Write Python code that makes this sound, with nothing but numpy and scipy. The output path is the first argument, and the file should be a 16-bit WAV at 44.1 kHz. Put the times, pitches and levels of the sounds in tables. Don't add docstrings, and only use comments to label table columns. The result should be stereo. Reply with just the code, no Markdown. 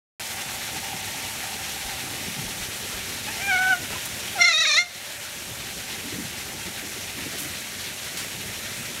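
import sys
import numpy as np
from scipy import signal
from scipy.fft import rfft, irfft
from scipy.io import wavfile
from scipy.ndimage import uniform_filter1d, minimum_filter1d

SR = 44100
rng = np.random.default_rng(int(sys.argv[2]) if len(sys.argv) > 2 else 0)


def output_pcm(signal):
    pcm = np.clip(np.atleast_2d(signal).T, -1, 1) * 32767
    wavfile.write(sys.argv[1], SR, np.round(pcm).astype(np.int16))


N = 396900
T, HZ = np.arange(N) / SR, np.arange(N // 2 + 1) * SR / N


def from_db(db):
    return 10 ** (np.asarray(db) / 20)


def rms_one(x):
    return x / np.sqrt(np.mean(x ** 2) + 1e-20)


def in_time(rows, t=T):
    s, *columns = np.transpose(rows)
    return [np.interp(t, s, column) for column in columns]


def at_hz(points, hz):
    f, value = np.transpose(points)
    return np.interp(np.log(hz + 1e-9), np.log(f), value)


def drift(rate_hz, size=N):
    slow = rfft(rng.standard_normal(N)) * np.exp(-.5 * (HZ / rate_hz) ** 2)
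    return rms_one(irfft(slow, N))[:size]


def band(x, low_hz, high_hz, order=2):
    edges = [low_hz, min(high_hz, .45 * SR)]
    return signal.sosfilt(signal.butter(order, edges, "band", fs=SR, output="sos"), x)


def below(hz, edge_hz, order=8):
    return 1 / (1 + (hz / edge_hz) ** order)


def ports(phase_share=1):
    # f/Hz, phase/rad
    port_phase = [(250, -0.5), (480, 1.3), (700, 1.32), (950, 1.74), (1450, 0), (2000, .25), (2900, 1.5),
                  (3900, 0.84), (4800, 3), (5400, 0.5), (9200, 1.9), (11500, 1), (15000, 1)]
    # f/Hz, difference/dB
    port_balance = [(120, -0.5), (250, -4.5), (350, -10), (560, -5.5), (760, -4), (1100, 0), (15000, -0.5)]
    lead = 1j * phase_share * at_hz(port_phase, HZ)
    difference = lead + np.log(from_db(at_hz(port_balance, HZ)))
    above_bass = 1 - below(HZ, 130, order=4)
    return np.exp(np.array([[.5], [-.5]]) * difference * above_bass)


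def diffuse(gain, shared):
    # f/Hz, share [0-1]
    likeness = [(100, .998), (250, .75), (380, .4), (780, .65), (1200, .35), (1850, 0.82), (2800, .4),
                (4800, .3), (6000, .55), (14000, .38)]
    alike, pair = np.clip(at_hz(likeness, HZ), 0, 1), ports()
    scattered = rfft(rng.standard_normal((2, N)))
    both = pair * (np.sqrt(alike) * rfft(shared) + np.sqrt(1 - alike) * scattered)
    centre_power = alike * abs(pair.mean(0)) ** 2 + (1 - alike) * (abs(pair) ** 2).mean(0) / 2
    out = irfft(both * gain / np.sqrt(centre_power), N)
    return out / np.std(out.mean(0))


def near_walls(x, echo_db=-13):
    # left port/s, right port/s
    walls = [(.0043, .00436), (.0097, .00962), (.0161, .01622)]
    echoes = [sum(np.interp(T - late, T, x) for late in port) for port in np.transpose(walls)]
    return from_db(echo_db) * np.array(echoes) / np.sqrt(len(walls))


def bathroom(x, wet_db=0):
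    # low edge f/Hz, high edge f/Hz, relative level/dB, time to fall 60 dB t/s
    room = [(100, 900, -9, .33), (900, 2300, -13, .52), (2300, 15000, -12, .44)]
    t, tail = T[:SR], 0
    for low, high, db, t60 in room:
        noise = band(rng.standard_normal((2, SR)), low, high)
        tail_energy = np.sum(from_db(-120 * t / t60))
        tail = tail + noise * from_db(db - 60 * t / t60) / np.sqrt(tail_energy)
    wet = signal.fftconvolve(x[None], tail * (t > .003), axes=1)[:, :N]
    return from_db(wet_db) * wet


def fizz(per_s, spread_db):
    sizes = from_db(spread_db * np.minimum(rng.exponential(1, N), 4)) * rng.choice([-1, 1], N)
    return rms_one(sizes * (rng.random(N) < per_s / SR))


def water():
    # f/Hz, relative level per Hz/dB
    wash_colour = [(500, -3), (580, -1.5), (680, -5), (1080, -7.3), (1500, -2.6), (2000, .5), (2600, 0),
                   (3300, -1.5), (4200, -2.3), (4850, -6), (5600, -3), (7000, -5), (10000, -7.7),
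                   (13500, -10), (14300, -18)]
    # f/Hz, relative level per Hz/dB
    slosh_colour = [(25, -16), (60, -3.5), (100, 3.5), (165, -3), (225, .3), (290, -6), (385, -2.5),
                    (470, -8), (600, -6.5)]
    # t/s, level/dB before it wavers
    sloshing = [(.2, -44.8), (2, -44), (3.6, -41.8), (4.3, -42.5), (4.6, -45.5), (5.25, -45.5), (5.6, -41),
                (6.4, -42.3), (9, -42)]
    wash_db, spray_db = -34.2, -37.6
    colour = from_db(at_hz(wash_colour, HZ)) * (1 - below(HZ, 478))
    lower = below(HZ, 6510)
    surge = drift(16)
    wash = diffuse(colour * np.sqrt(lower), fizz(per_s=6000, spread_db=3.0))
    wash = wash * from_db(wash_db + .65 * surge)
    for hz in np.geomspace(700, 5600, num=7):
        wash = wash + .14 * drift(12) * band(wash, hz / 1.2, hz * 1.2, order=1)
    spray = diffuse(colour * np.sqrt(1 - lower), fizz(per_s=5000, spread_db=2.5))
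    spray = spray * from_db(spray_db + .5 * surge + .4 * drift(20))
    low_colour = from_db(at_hz(slosh_colour, HZ)) * below(HZ, 564) * (1 - below(HZ, 25, order=4))
    slosh = diffuse(low_colour, rng.standard_normal(N))
    slosh = slosh * from_db(in_time(sloshing)[0] + 1.7 * drift(14))
    wash = wash + near_walls(wash.mean(0))
    return wash + spray + slosh


def gurgle():
    # t/s, first set level/dB, second set level/dB, before it wavers
    gurgle_levels = [(.2, -46, -60), (1.1, -43.5, -60), (2.45, -46, -60), (2.8, -53, -60), (4.7, -55, -54),
                     (5.0, -53, -44), (5.5, -53, -54), (6.8, -50, -60), (7.3, -57, -62), (8.8, -58, -52)]
    # f/Hz, width/Hz, relative level/dB
    tub_modes = [(777, 48, 1), (885, 55, -4)]
    # f/Hz, width/Hz, relative level/dB
    tub_low_modes = [(581, 55, 0), (1750, 100, -5)]
    out = 0
    for table, level_db in zip((tub_modes, tub_low_modes), in_time(gurgle_levels)):
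        modes = sum(from_db(db) / (1 + ((HZ - hz) / width) ** 2 * 2) for hz, width, db in table)
        ringing = diffuse(modes, fizz(per_s=200, spread_db=3))
        out = out + ringing * from_db(level_db + 1.6 * drift(11))
    return out


def grip(length_s=.035):
    # centre t/s, level/dB
    grips = [(1.87, -39), (1.95, -47), (2.46, -43), (2.62, -45), (2.96, -42)]
    swell = sum(from_db(db) * np.exp(-((T - s) / length_s) ** 2) for s, db in grips)
    return swell * rms_one(band(rng.standard_normal(N), 28, 83))


def drips(t60=.06, attack_s=.004, rise_per_s=1.2):
    # t/s, level/dB before its soft attack, starting f/Hz
    drops = [(3.955, -25, 1000)]
    out, t = np.zeros(N), T[:SR // 4]
    for s, db, hz in drops:
        at = round(s * SR)
        fade = from_db(db - 60 * t / t60) * (1 - np.exp(-t / attack_s))
        out[at:at + len(t)] += fade * np.sin(2 * np.pi * hz * t * (1 + rise_per_s / 2 * t))
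    return out + bathroom(out)


def pats(grain_db=2.5):
    # t/s, level/dB before the attack, centre f/Hz, time to fall 30 dB t/s, attack t/s
    touches = [(.265, -33, 4500, .05, .001), (1.53, -33, 3000, .06, .001), (2.487, -32, 7000, .03, .001),
               (3.283, -33, 1300, .04, .001), (3.908, -33, 3800, .12, .005), (4.053, -26, 8000, .04, .001),
               (5.12, -30, 5000, .04, .001), (7.383, -26, 10000, .035, .001),
               (7.394, -27, 12000, .12, .003), (8.155, -25, 3200, .17, .025),
               (8.172, -22.5, 5500, .03, .0005), (8.181, -27, 4000, .17, .004), (8.75, -33, 3700, .2, .02),
               (8.853, -29.5, 3900, .08, .001)]
    out, t = np.zeros((2, N + SR)), T[:SR // 2]
    for s, db, hz, decay, attack_s in touches:
        at = round(s * SR)
        noise = rng.standard_normal((2, len(t))) + rng.standard_normal(len(t))
        grains = from_db(grain_db * rms_one(band(rng.standard_normal(len(t)), 80, 700)))
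        spatter = rms_one(band(noise * grains, hz / 1.8, min(hz * 1.6, 13500), order=1))
        out[:, at:at + len(t)] += spatter * from_db(db - 30 * t / decay) * (1 - np.exp(-t / attack_s))
    out = out[:, :N]
    return out + bathroom(out.mean(0), wet_db=3)


def light_steps(count=16):
    # start t/s, length t/s, level/dB before the trim in bumps()
    shuffles = [(2.03, .6, -34), (6.04, .22, -30), (7.17, .3, -30.5)]
    gap_s, step_hz, spread_octaves = .04, 235, .4
    steps = []
    for start, length, db in shuffles:
        for k, (late, spot) in enumerate(rng.standard_normal((count, 2))):
            if k * gap_s < length:
                steps.append((start + gap_s * (k + .2 * late), db, step_hz * 2 ** (spread_octaves * spot)))
    return steps


def bumps(t60=.17, attack_s=.004, trim_db=-5.3):
    # t/s, level/dB before the trim, ring f/Hz
    paws = [(0.454, -32, 199), (0.759, -31, 172), (0.94, -26.5, 194), (1.151, -29, 202),
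            (2.269, -25.5, 199), (2.38, -25, 163), (2.829, -33, 382), (3.703, -27, 207), (3.945, -30, 147),
            (6.049, -29, 225), (6.121, -26, 380), (6.181, -22, 245), (6.537, -29, 225), (6.668, -27, 210),
            (6.825, -28, 355), (6.957, -31, 353), (7.175, -28, 240), (7.255, -28, 380), (7.26, -28, 245),
            (7.325, -27, 213), (7.42, -30, 120)]
    out, t = np.zeros(N), T[:SR // 2]
    for s, db, hz in list(paws) + light_steps():
        ring = rms_one(band(rng.standard_normal(SR), hz / 1.25, hz * 1.25))[-len(t):]
        at = round(s * SR)
        out[at:at + len(t)] += ring * from_db(db + trim_db - 60 * t / t60) * (1 - np.exp(-t / attack_s))
    return irfft(rfft(out) * ports(), N)


def knocks(spread_db=2.5):
    # t/s, level/dB before each mode's own level
    claws = [(3.905, -31), (3.9115, -31), (3.922, -35), (3.928, -32), (3.9315, -29), (3.938, -34)]
    # f/Hz, relative level/dB, time to fall 60 dB t/s
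    shell_modes = [(190, -9, .06), (410, -8, .04), (640, -4, .035), (760, -3, .03), (930, -4, .025),
                   (1310, -3, .025), (1520, -4, .018), (1950, -3, .018), (2300, -6, .015), (3900, -6, .012)]
    out, t = np.zeros(N), T[:SR // 4]
    hz, mode_db, t60 = np.transpose(shell_modes)[:, :, None]
    for s, db in claws:
        strength = from_db(db + mode_db + spread_db * rng.standard_normal(hz.shape))
        strength = strength * rng.choice([-1, 1], hz.shape)
        at = round(s * SR)
        ringing = strength * from_db(-60 * t / t60) * np.sin(2 * np.pi * hz * t)
        out[at:at + len(t)] += np.sum(ringing, axis=0)
    return irfft(rfft(out) * ports(), N) + bathroom(out)


def call(gesture, pitch, resonance_db, width_hz, rasp, jitter, flutter_hz, shimmer_db, air_db,
         dull_db=0, opening_s=.16, treble_hz=2900, ring=None, ring_width_hz=420):
    # f/Hz, relative level/dB
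    mouth_shut = [(750, -3.5), (1500, -.5), (2240, -7.5), (2450, -7), (3000, -10), (3750, -16.5),
                  (4800, -21), (5700, -18), (9000, -32)]
    # f/Hz, relative level/dB
    mouth_open = [(680, -14.5), (1200, -20), (1400, -15.5), (1780, -14), (1880, -17), (2080, -6),
                  (2400, -13), (2680, -12), (2920, -25), (3120, -25), (3460, -14), (3780, -4), (4230, -6.5),
                  (4850, -22), (5600, -13.5), (7100, -21.5), (8600, -39), (10300, -30), (11500, -46)]
    jaw_opens_s, jaw_time_s = 4.398, .012
    full_voice_db = -20
    follows_shut, follows_open = .8, .12
    span = (T > gesture[0][0]) & (T < gesture[-1][0])
    t, out = T[span], np.zeros(N)
    level_db, centre_hz = in_time(gesture, t)
    rough, = in_time(rasp, t)

    tremor = np.sin(2 * np.pi * np.cumsum(flutter_hz * (1 + .35 * drift(12, len(t)))) / SR)
    smooth_pitch = uniform_filter1d(in_time(pitch, t)[0], size=160)
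    f0 = smooth_pitch * (1 + jitter * rough * (tremor + 1.5 * drift(250, len(t))))
    phase = 2 * np.pi * np.cumsum(f0) / SR
    k = np.arange(1, 18)[:, None]
    partial_hz = k * f0

    jaw = .5 + .5 * np.tanh((t - jaw_opens_s) / jaw_time_s)
    throat_db = (1 - jaw) * at_hz(mouth_shut, partial_hz) + jaw * at_hz(mouth_open, partial_hz)
    mouth_db = resonance_db * np.exp(-((partial_hz - centre_hz) / width_hz) ** 2)
    strength = from_db(throat_db + mouth_db)
    if ring is not None:
        ring_hz, ring_db = in_time(ring, t)
        strength = strength * from_db(ring_db * np.exp(-((partial_hz - ring_hz) / ring_width_hz) ** 2))
    still_dull = np.exp(-((t - t[0]) / opening_s) ** 2)
    strength = strength * from_db(-dull_db * still_dull * (1 - below(partial_hz, treble_hz, order=30)))

    shimmer = rms_one(band(rng.standard_normal((len(k), SR)), 12, 60))[:, :len(t)]
    shaken = strength * from_db(shimmer_db * (k / 4) ** .15 * np.sqrt(rough.clip(0)) * shimmer)
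    strength = shaken * np.sqrt(np.sum(strength ** 2, axis=0) / np.sum(shaken ** 2, axis=0))
    follows = (1 - jaw) * follows_shut + jaw * follows_open
    effort_db = np.where(k == 1, follows, 1) * (level_db - full_voice_db)
    gain = strength * from_db(full_voice_db + effort_db)
    wander = .08 * k * rough * rms_one(band(rng.standard_normal((len(k), SR)), 30, 200))[:, :len(t)]
    start_phase = rng.uniform(0, 2 * np.pi, k.shape)
    tone = np.sum(gain * np.sin(k * phase + wander + start_phase), axis=0)
    tone = tone * (1 + .55 * rough ** 2 * np.sin(phase / 2))

    throat = mouth_open if jaw.mean() > .5 else mouth_shut
    air_colour = from_db(.5 * at_hz(throat, HZ)) * below(HZ, 9000) * (1 - below(HZ, 2300))
    air = rms_one(irfft(rfft(rng.standard_normal(N)) * air_colour, N))[span]
    air = air * (1 + np.cos(phase)) * np.sqrt(rough.clip(0))
    air = air * from_db(air_db) * np.sqrt(np.sum(gain ** 2, axis=0))
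    out[span] = (np.sqrt(2) * tone + air) * signal.windows.tukey(len(t), .05)
    return out


def otter():
    # t/s, effort/dB before the throat's colour, mouth resonance f/Hz
    peep_gesture = [(3.265, -58, 2500), (3.285, -35, 2450), (3.305, -44, 2450), (3.33, -44, 2450),
                    (3.39, -58, 2450)]
    whine_gesture = [(3.355, -58, 2100), (3.385, -51, 2200), (3.425, -40, 2300), (3.47, -37.5, 2300),
                     (3.497, -27, 2050), (3.545, -28, 1950), (3.6, -30.5, 1820), (3.65, -31, 1650),
                     (3.69, -31.5, 1570), (3.71, -27.5, 1480), (3.735, -28.5, 1400), (3.747, -34, 1100),
                     (3.76, -50, 1000), (3.8, -60, 1000)]
    squeal_gesture = [(4.345, -48, 800), (4.36, -38, 800), (4.385, -34, 900), (4.41, -16, 2110),
                      (4.421, -7.5, 2110), (4.433, -15, 2110), (4.452, -7.5, 2110), (4.51, -7.5, 2050),
                      (4.535, -10, 2450), (4.565, -10, 2550), (4.58, -9, 2000), (4.62, -8, 1950),
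                      (4.64, -11, 2250), (4.66, -11, 2200), (4.685, -9, 2300), (4.73, -9, 2330),
                      (4.76, -9, 2050), (4.785, -6.5, 2100), (4.815, -10.5, 2100), (4.84, -24, 2100),
                      (4.89, -42, 2100)]
    # t/s, f/Hz
    peep_pitch = [(3.26, 850), (3.285, 850), (3.32, 905), (3.36, 860)]
    whine_pitch = [(3.37, 682), (3.398, 692), (3.416, 765), (3.432, 793), (3.46, 792), (3.487, 804),
                   (3.5, 797), (3.521, 738), (3.546, 752), (3.565, 718), (3.582, 740), (3.63, 750),
                   (3.68, 751), (3.705, 768), (3.75, 711)]
    squeal_pitch = [(4.354, 840), (4.366, 795), (4.38, 770), (4.39, 690), (4.422, 708), (4.435, 675),
                    (4.462, 718), (4.485, 692), (4.497, 662), (4.517, 677), (4.53, 613), (4.544, 626),
                    (4.57, 623), (4.58, 646), (4.592, 650), (4.602, 629), (4.62, 663), (4.63, 632),
                    (4.65, 608), (4.656, 535), (4.662, 530), (4.668, 620), (4.688, 642), (4.699, 587),
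                    (4.707, 608), (4.715, 577), (4.724, 627), (4.734, 578), (4.764, 618), (4.788, 701),
                    (4.83, 712)]
    # t/s, centre f/Hz, height/dB
    whine_ring = [(3.4, 2300, 3), (3.47, 2400, 4), (3.51, 2300, 0), (3.58, 2200, 2), (3.62, 2600, -1),
                  (3.66, 2500, -4), (3.7, 2500, -4), (3.725, 3000, 4)]
    squeal_ring = [(4.39, 5500, 4), (4.42, 5550, 7), (4.44, 5500, 6), (4.47, 4300, 1), (4.52, 3950, -1),
                   (4.55, 3750, 7), (4.58, 3780, 2), (4.62, 3950, 1), (4.68, 3850, 2), (4.73, 3650, -1),
                   (4.78, 4000, 2), (4.82, 4200, -4)]
    # t/s, roughness [0-1]
    squeal_rasp = [(4.38, .22), (4.5, .28), (4.56, .22), (4.62, .27), (4.657, .42), (4.682, .26),
                   (4.73, .36), (4.77, .32), (4.80, .08)]
    calm = [(3.4, .2), (3.8, .15)]
    peep = call(peep_gesture, peep_pitch, resonance_db=9, width_hz=500, rasp=calm, jitter=.06,
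                flutter_hz=45, shimmer_db=5, air_db=-12)
    whine = call(whine_gesture, whine_pitch, resonance_db=12, width_hz=520, rasp=calm, jitter=.012,
                 flutter_hz=40, shimmer_db=4, air_db=-30, ring=whine_ring)
    squeal = call(squeal_gesture, squeal_pitch, resonance_db=6, width_hz=300, rasp=squeal_rasp, jitter=.016,
                  flutter_hz=70, shimmer_db=5.5, air_db=-17, dull_db=4, ring=squeal_ring)
    voice = peep + whine + squeal
    direct = irfft(rfft(voice) * ports(phase_share=.75), N)
    return direct + near_walls(voice) + bathroom(voice)


def scene():
    return water() + gurgle() + grip() + drips() + pats() + bumps() + knocks() + otter()


def gain_control(x):
    # share of the cut [0-1], speed/dB per s
    recovery = [(.58, 70), (.23, 4), (.19, .18)]
    limit_db, limit_share = -17.6, .88
    attack_s, hold_s = .022, .07
    power = np.abs(uniform_filter1d(np.mean(x ** 2, axis=0), size=600))
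    level_db = 10 * np.log10(power + 1e-12)
    held = int(hold_s * SR)
    under_db = minimum_filter1d(np.minimum(limit_db - level_db, 0), held, origin=(held - 1) // 2)
    excess_db = -limit_share * under_db
    cut_db = sum(np.maximum.accumulate(share * excess_db + rate * T) - rate * T for share, rate in recovery)
    keep = np.exp(-1 / (attack_s * SR))
    return x * from_db(-signal.lfilter([1 - keep], [1, -keep], cut_db))


def record(dry):
    start_s, cutoff_hz = .197, 15700
    controlled = gain_control(dry * (T >= start_s))
    return signal.sosfilt(signal.ellip(12, .1, 95, cutoff_hz, fs=SR, output="sos"), controlled)


dry = scene()
out = record(dry)
output_pcm(out)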